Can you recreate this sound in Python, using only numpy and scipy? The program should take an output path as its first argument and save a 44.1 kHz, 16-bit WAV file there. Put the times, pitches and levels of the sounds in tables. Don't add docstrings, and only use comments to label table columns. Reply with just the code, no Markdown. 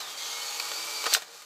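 import sys
import numpy as np
from scipy import signal
from scipy.fft import rfft, irfft, next_fast_len
from scipy.io import wavfile
from scipy.ndimage import map_coordinates

SR = 44100
rng = np.random.default_rng(int(sys.argv[2]) if len(sys.argv) > 2 else 0)


def dump(signal):
    limited = np.clip(np.atleast_2d(signal).T, -1, 1)
    pcm = np.round(limited * 32767).astype(np.int16)
    wavfile.write(sys.argv[1], SR, pcm)


N = 63945
N_FFT = 2 * next_fast_len(N)

# (time [s], rate [Hz])
TOOTH_RATE = [(0, 1955), (.18, 2093), (.24, 2144), (.295, 2125), (.37, 2189), (.43, 2209), (.55, 2197),
              (.6, 2211), (.7, 2259), (.78, 2302), (.87, 2321), (.97, 2319), (1.04, 2279), (1.12, 2299),
              (1.25, 2100), (1.34, 2234), (1.45, 2132)]
# (time [s], harmonic 1 [dB], harmonic 2 [dB], harmonic 3 [dB])
WHINE_LEVELS = [(.14, -66, -70, -77), (.2, -52, -58, -57), (.29, -53.5, -55, -58), (.36, -43, -50, -53),
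                (.43, -50, -43.5, -50), (.49, -57, -41.5, -45), (.525, -52, -49, -45),
                (.565, -53, -46, -45), (.59, -49, -43, -62), (.68, -54.5, -45, -54),
                (.76, -51.5, -41.5, -62), (.84, -46.5, -42.5, -69), (.88, -44, -48, -69),
                (.97, -48.5, -40, -66), (1.05, -45, -45.5, -62), (1.12, -55, -35, -60),
                (1.19, -73, -60, -69), (1.25, -93, -88, -87)]
# (frequency [x tooth rate], early level [dB], full-load level [dB])
HUM_TONES = [(.1433, -69, -61), (.191, -67, -56), (.2148, -57, -63), (.25, -64, -59), (.2862, -65, -62),
             (.375, -55, -56), (.4375, -55, -54), (.5, -60, -57), (.5467, -58, -56), (.6, -58, -56)]
# (time [s], gain [dB])
HUM_GAIN = [(0, -3.5), (.15, -10.5), (.3, -1), (.6, 0.5), (.85, -1.5), (1.08, 0.5), (1.17, -8), (1.22, -44)]
# (time [s], pitch [Hz], level [dB])
RUN_ON_TONE = [(1.24, 437.6, -91), (1.29, 451.4, -60.5), (1.34, 481.4, -59.5), (1.39, 462.4, -70),
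               (1.45, 459, -72)]
# (time [s], level [dB])
RATTLE_LEVEL = [(0, -36), (.04, -42.5), (.11, -40), (.158, -43.5), (.18, -39), (.3, -38), (.55, -36.5),
                (.8, -36.5), (.97, -36.5), (1.04, -34.5), (1.085, -36), (1.125, -29.5), (1.17, -35.5),
                (1.19, -45.5), (1.215, -46), (1.26, -52.5), (1.36, -47.5), (1.45, -52)]
DRONE_LEVEL = [(0, -44.5), (.12, -48.5), (.3, -49), (.6, -51), (.75, -49), (1.02, -50.5), (1.17, -51.5),
               (1.2, -53), (1.28, -54), (1.35, -56), (1.45, -60.5)]
# (time [s], thud [dB], crack [dB], fizz [dB], T60 [s], part pitch [Hz], part [dB])
CONTACTS = [(0.5978, -38, -28, -21.5, 0.01, 4690, -18), (0.5996, -45, -26, -33, 0.013, 1320, -27),
            (0.6007, -46, -30, -36, 0.011, 2510, -22.5), (0.654, -55, -36, -34, 0.0063, 7100, -30),
            (0.7159, -32, -26, -48, 0.027, 1020, -33), (1.0402, -34, -26.5, -32, 0.029, 1280, -30),
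            (1.058, -30, -25, -46, 0.034, 1480, -28), (1.0635, -32, -19, -42, 0.0099, 4830, -20),
            (1.0647, -20, -18.5, -42, 0.021, 1250, -15.5), (1.0686, -29, -28, -44, 0.025, 1280, -20),
            (1.0735, -26.5, -42, -46, 0.031, 1180, -31), (1.1252, -26.5, -37, -39, 0.016, 595, -25),
            (1.1306, -44, -13, -36, 0.0049, 4280, -17.5), (1.136, -25, -26, -41, 0.01, 3580, -36),
            (1.1378, -33, -21, -32, 0.006, 4180, -24), (1.1487, -23.5, -7, -29, 0.0083, 1490, -16.5),
            (1.1529, -42, -13.5, -30, 0.0064, 4000, -20), (1.165, -32, -34.5, -35, 0.074, 760, -24.5),
            (1.1715, -37.5, -47, -48, 0.032, 750, -27), (1.2206, -36.5, -34.5, -41, 0.034, 905, -36),
            (1.4197, -49.5, -45, -48, 0.059, 1425, -43)]
# (frequency [Hz], gain [dB], T60 [s])
CASE_MODES = [(458, -25, 0.09), (743, -25, 0.1), (1243, -28, 0.17), (1470, -39, .08), (1890, -26, 0.12),
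              (2530, -30, 0.1), (3570, -26, 0.1), (4380, -34, .1)]
# (time [s], frequency [Hz], level [dB], T60 [s])
LOW_JOLTS = [(1.126, 205, -51, .12), (1.135, 165, -52, .12), (1.141, 62, -53, .05), (1.2215, 180, -58, .11)]
# (time [s], rush [dB], fizz [dB])
SCRAPE_LEVELS = [(1.134, -60, -70), (1.1365, -21.5, -27), (1.14, -18.5, -15.5), (1.1425, -22, -24),
                 (1.1455, -20.5, -21), (1.148, -26, -30), (1.156, -33, -35), (1.18, -45, -49),
                 (1.2, -70, -75)]
# (time [s], pitch [Hz], level [dB])
SQUEAK_TONE = [(0, 4070, -42.5), (.055, 3580, -45.5), (.14, 3262, -49.5), (.2, 3280, -49.5),
               (.25, 3280, -43.5), (.335, 3120, -47.5), (.39, 3000, -58), (.422, 3050, -41),
               (.445, 3080, -50), (.52, 3000, -73)]
# (time [s], level [dB])
RASP_LEVEL = [(.15, -60), (.18, -41), (.27, -41), (.36, -39.5), (.44, -60)]
# (frequency [Hz], relative gain [dB])
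RATTLE_EQ = [(30, -104), (150, -46), (400, -39.5), (900, -6.5), (1060, -13), (1250, -0.5), (1720, -14),
             (2030, -13.5), (2300, -5), (2900, -5.5), (4100, -3.5), (4600, -2), (5100, -5.5), (6700, -3.5),
             (8100, -7.5), (9500, -15.5), (11600, -12), (15500, -19.5)]
DRONE_EQ = [(30, -59), (60, -50), (95, -24.5), (160, -13), (215, -18), (290, -16), (380, -9.5),
            (470, -16.5), (560, -3), (850, -9.5), (1300, 0), (1700, -6), (2600, -13.5), (9000, -81)]
THUD_EQ = [(30, -67), (90, -44), (170, -18), (290, -20), (450, -1.5), (600, 5), (800, -1.5), (1300, 8),
           (2000, -5.5), (4000, -14), (12000, -52)]
CRACK_EQ = [(30, -85), (200, -43), (800, -14.5), (1400, -1), (2000, -4), (2600, 0.5), (3400, 0.5),
            (4200, -0.5), (5000, -10), (6000, -6), (8000, -8.5), (11000, -21), (16000, -32)]
FIZZ_EQ = [(100, -86), (2000, -37), (6000, 9), (8500, 3), (10000, -6), (12000, 0), (15500, -1.5)]
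SCRAPE_EQ = [(200, -44), (1500, -17.5), (2600, -8), (4200, 2.5), (5200, -1), (7500, -8), (10000, -17),
             (16000, -30)]
RASP_EQ = [(300, -73), (2500, -19), (3800, -3), (4500, 0.5), (5300, -15), (6400, 0), (8000, -13),
           (15000, -35)]
# (centre [Hz], width [Hz], gain [dB])
CASE_RESONANCES = [(459, 40, 8.5), (807, 166, 5), (1320, 95, -5), (1865, 70, 6), (2420, 360, 2),
                   (2650, 88, -4.5), (2670, 88, 0.5), (3625, 36, 4.5), (3770, 96, 2), (4650, 150, 3),
                   (6100, 120, -1), (6810, 91, -7)]


def tooth_count(flutter=.0015):
    rate_hz, = curves(TOOTH_RATE)
    return np.cumsum(rate_hz * (1 + flutter * wobble(60))) / SR


def gear_tone(cycles, jitter_rad=.15, shimmer_db=2):
    phase = 2 * np.pi * cycles + jitter_rad * wobble(130)
    return unit(np.sin(phase) * amp(shimmer_db * wobble(69.65)))


def gear_whine(teeth):
    whine = sum(amp(db) * gear_tone(k * teeth, jitter_rad=k * .21)
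                for k, db in enumerate(curves(WHINE_LEVELS), 1))
    load, = curves([(.53, 0), (.78, 1)])
    hum = sum(amp(early_db + load * (loaded_db - early_db)) * gear_tone(ratio * teeth)
              for ratio, early_db, loaded_db in HUM_TONES)
    hz, db = curves(RUN_ON_TONE)
    run_on = amp(db) * gear_tone(np.cumsum(hz) / SR)
    return whine + hum * amp(curves(HUM_GAIN)[0]) + run_on


def gear_rattle(teeth, rub_share=.72, teeth_per_turn=9.5, swell_db=.67, scatter_db=.25):
    hits = np.flatnonzero(np.diff(np.floor(teeth)))
    sizes = noise() * amp(scatter_db * noise())
    taps = unit(np.bincount(hits, sizes[hits], N))
    swell = unit(amp(swell_db * np.sin(2 * np.pi * teeth / teeth_per_turn) + .22 * wobble(89.5)))
    force = swell * (np.sqrt(1 - rub_share) * taps + np.sqrt(rub_share) * noise())
    return amp(curves(RATTLE_LEVEL)[0]) * unit(through_case(force, RATTLE_EQ))


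def case_drone(flicker_db=.92):
    force = noise() * amp(flicker_db * wobble(110))
    return amp(curves(DRONE_LEVEL)[0]) * unit(through_case(force, DRONE_EQ))


def clacks(attack_s=.00036, click_share=.051, part_t60_s=.016, ring_low_cut_hz=254):
    power, clicks, ring = np.zeros((3, N)), np.zeros((3, N)), np.zeros(N)
    for start_s, thud_db, crack_db, fizz_db, t60_s, part_hz, part_db in CONTACTS:
        age_s = since(start_s)
        rise = 1 - np.exp(-age_s / attack_s)
        burst_power = (amp([[thud_db], [crack_db], [fizz_db]]) * rise * amp(-60 * age_s / t60_s)) ** 2
        power += (1 - click_share) * burst_power
        clicks[:, round((start_s + 2 * attack_s) * SR)] += np.sqrt(click_share * burst_power.sum(axis=1))
        ring += rise * damped_sine(age_s, part_hz, part_db, part_t60_s)
        for hz, db, mode_t60_s in CASE_MODES:
            drive_db = np.interp(np.log(hz), np.log([450, 4400]), [thud_db, crack_db])
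            ring += rise * damped_sine(age_s, hz, drive_db + db + rng.normal(0, 1.4), mode_t60_s)
    ring = signal.sosfilt(signal.butter(2, ring_low_cut_hz, 'high', fs=SR, output='sos'), ring)
    bands = zip(power, clicks, (THUD_EQ, CRACK_EQ, FIZZ_EQ))
    return ring + sum(through_case(noise() * np.sqrt(p) + click, eq) for p, click, eq in bands)


def jolts(rise_s=.008):
    thumps = np.zeros(N)
    for start_s, hz, db, t60_s in LOW_JOLTS:
        age_s = since(start_s)
        rise = 1 - np.exp(-(age_s / rise_s) ** 2)
        thumps += rise * damped_sine(age_s, hz, db, t60_s)
    return thumps


def lever_scrape(grain_db=2.5, grain_hz=2500):
    grain = unit(amp(grain_db * wobble(grain_hz)))
    bands = zip(curves(SCRAPE_LEVELS), (SCRAPE_EQ, FIZZ_EQ))
    return sum(through_case(noise() * grain * amp(db), eq) for db, eq in bands)


def sheet_squeak(jitter_hz=171.3, flicker_db=2):
    hz, db = curves(SQUEAK_TONE)
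    roughness, = curves([(.3, 1), (.41, .099)])
    phase = 2 * np.pi * np.cumsum(hz + jitter_hz * roughness * wobble(760)) / SR
    return amp(db) * unit(np.sin(phase) * amp(flicker_db * wobble(148)))


def roller_rasp(grain_db=2.7, grain_hz=400):
    friction = noise() * amp(grain_db * wobble(grain_hz))
    return amp(curves(RASP_LEVEL)[0]) * unit(through_case(friction, RASP_EQ))


def through_case(x, eq):
    hz = np.fft.rfftfreq(N_FFT, 1 / SR)
    eq_hz, eq_db = np.transpose(eq)
    broad_db = np.interp(np.log(hz + 1), np.log(eq_hz), eq_db)
    case_db = sum(db / (1 + (2 * (hz - centre) / width) ** 2) for centre, width, db in CASE_RESONANCES)
    return min_phase(x, broad_db + case_db)


def case_ripple(x, depth_db=1.73, step_hz=40.7, full_depth_hz=5000):
    hz = np.fft.rfftfreq(N_FFT, 1 / SR)
    ripple = map_coordinates(rng.standard_normal(2000), [hz / step_hz])
    return min_phase(x, depth_db * ripple * np.clip(hz / full_depth_hz, 0, 1))


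def room(x, t60_s=.3, rise_s=.0034):
    t = np.arange(SR // 2) / SR
    dull_noise = signal.lfilter([1], [1, -.5], rng.standard_normal(len(t)))
    tail = dull_noise * amp(-60 * t / t60_s) * (1 - np.exp(-t / rise_s))
    return signal.fftconvolve(x, tail / np.linalg.norm(tail))[:N]


def min_phase(x, db):
    cepstrum = irfft(np.log(unit(amp(db)) + 1e-6))
    cepstrum[1:N_FFT // 2] *= 2
    cepstrum[N_FFT // 2 + 1:] = 0
    return irfft(rfft(x, N_FFT) * np.exp(rfft(cepstrum)))[:N]


def damped_sine(age_s, hz, db, t60_s):
    return amp(db - 60 * age_s / t60_s) * np.sin(2 * np.pi * hz * age_s)


def since(start_s):
    return np.maximum(np.arange(N) / SR - start_s, 0)


def curves(rows):
    times_s, *columns = np.transpose(rows)
    return [np.interp(np.arange(N) / SR, times_s, column) for column in columns]


def wobble(rate_hz):
    knots = rng.standard_normal(int(N * rate_hz / SR) + 4)
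    return map_coordinates(knots, [np.arange(N) * rate_hz / SR])


def noise():
    return rng.standard_normal(N)


def amp(db):
    return 10 ** (np.asarray(db) / 20)


def unit(x):
    return x / np.sqrt(np.mean(x ** 2) + 1e-20)


def scene(room_db=-21, floor_db=-64.5):
    teeth = tooth_count()
    mechanism = gear_rattle(teeth) + case_drone() + roller_rasp() + lever_scrape() + clacks() + jolts()
    body = case_ripple(mechanism) + sheet_squeak()
    mix = body + gear_whine(teeth) + amp(room_db) * room(body)
    floor = amp(floor_db) * unit(through_case(noise(), DRONE_EQ))
    return (mix + floor)[None]


def record(dry, fade_s=.003, top_hz=15550):
    fade = np.minimum(np.arange(N) / (fade_s * SR), 1)
    passband = np.fft.rfftfreq(N_FFT, 1 / SR) < top_hz
    return irfft(rfft(dry * fade, N_FFT) * passband, N_FFT)[:, :N]


dry = scene()
out = record(dry)
dump(out)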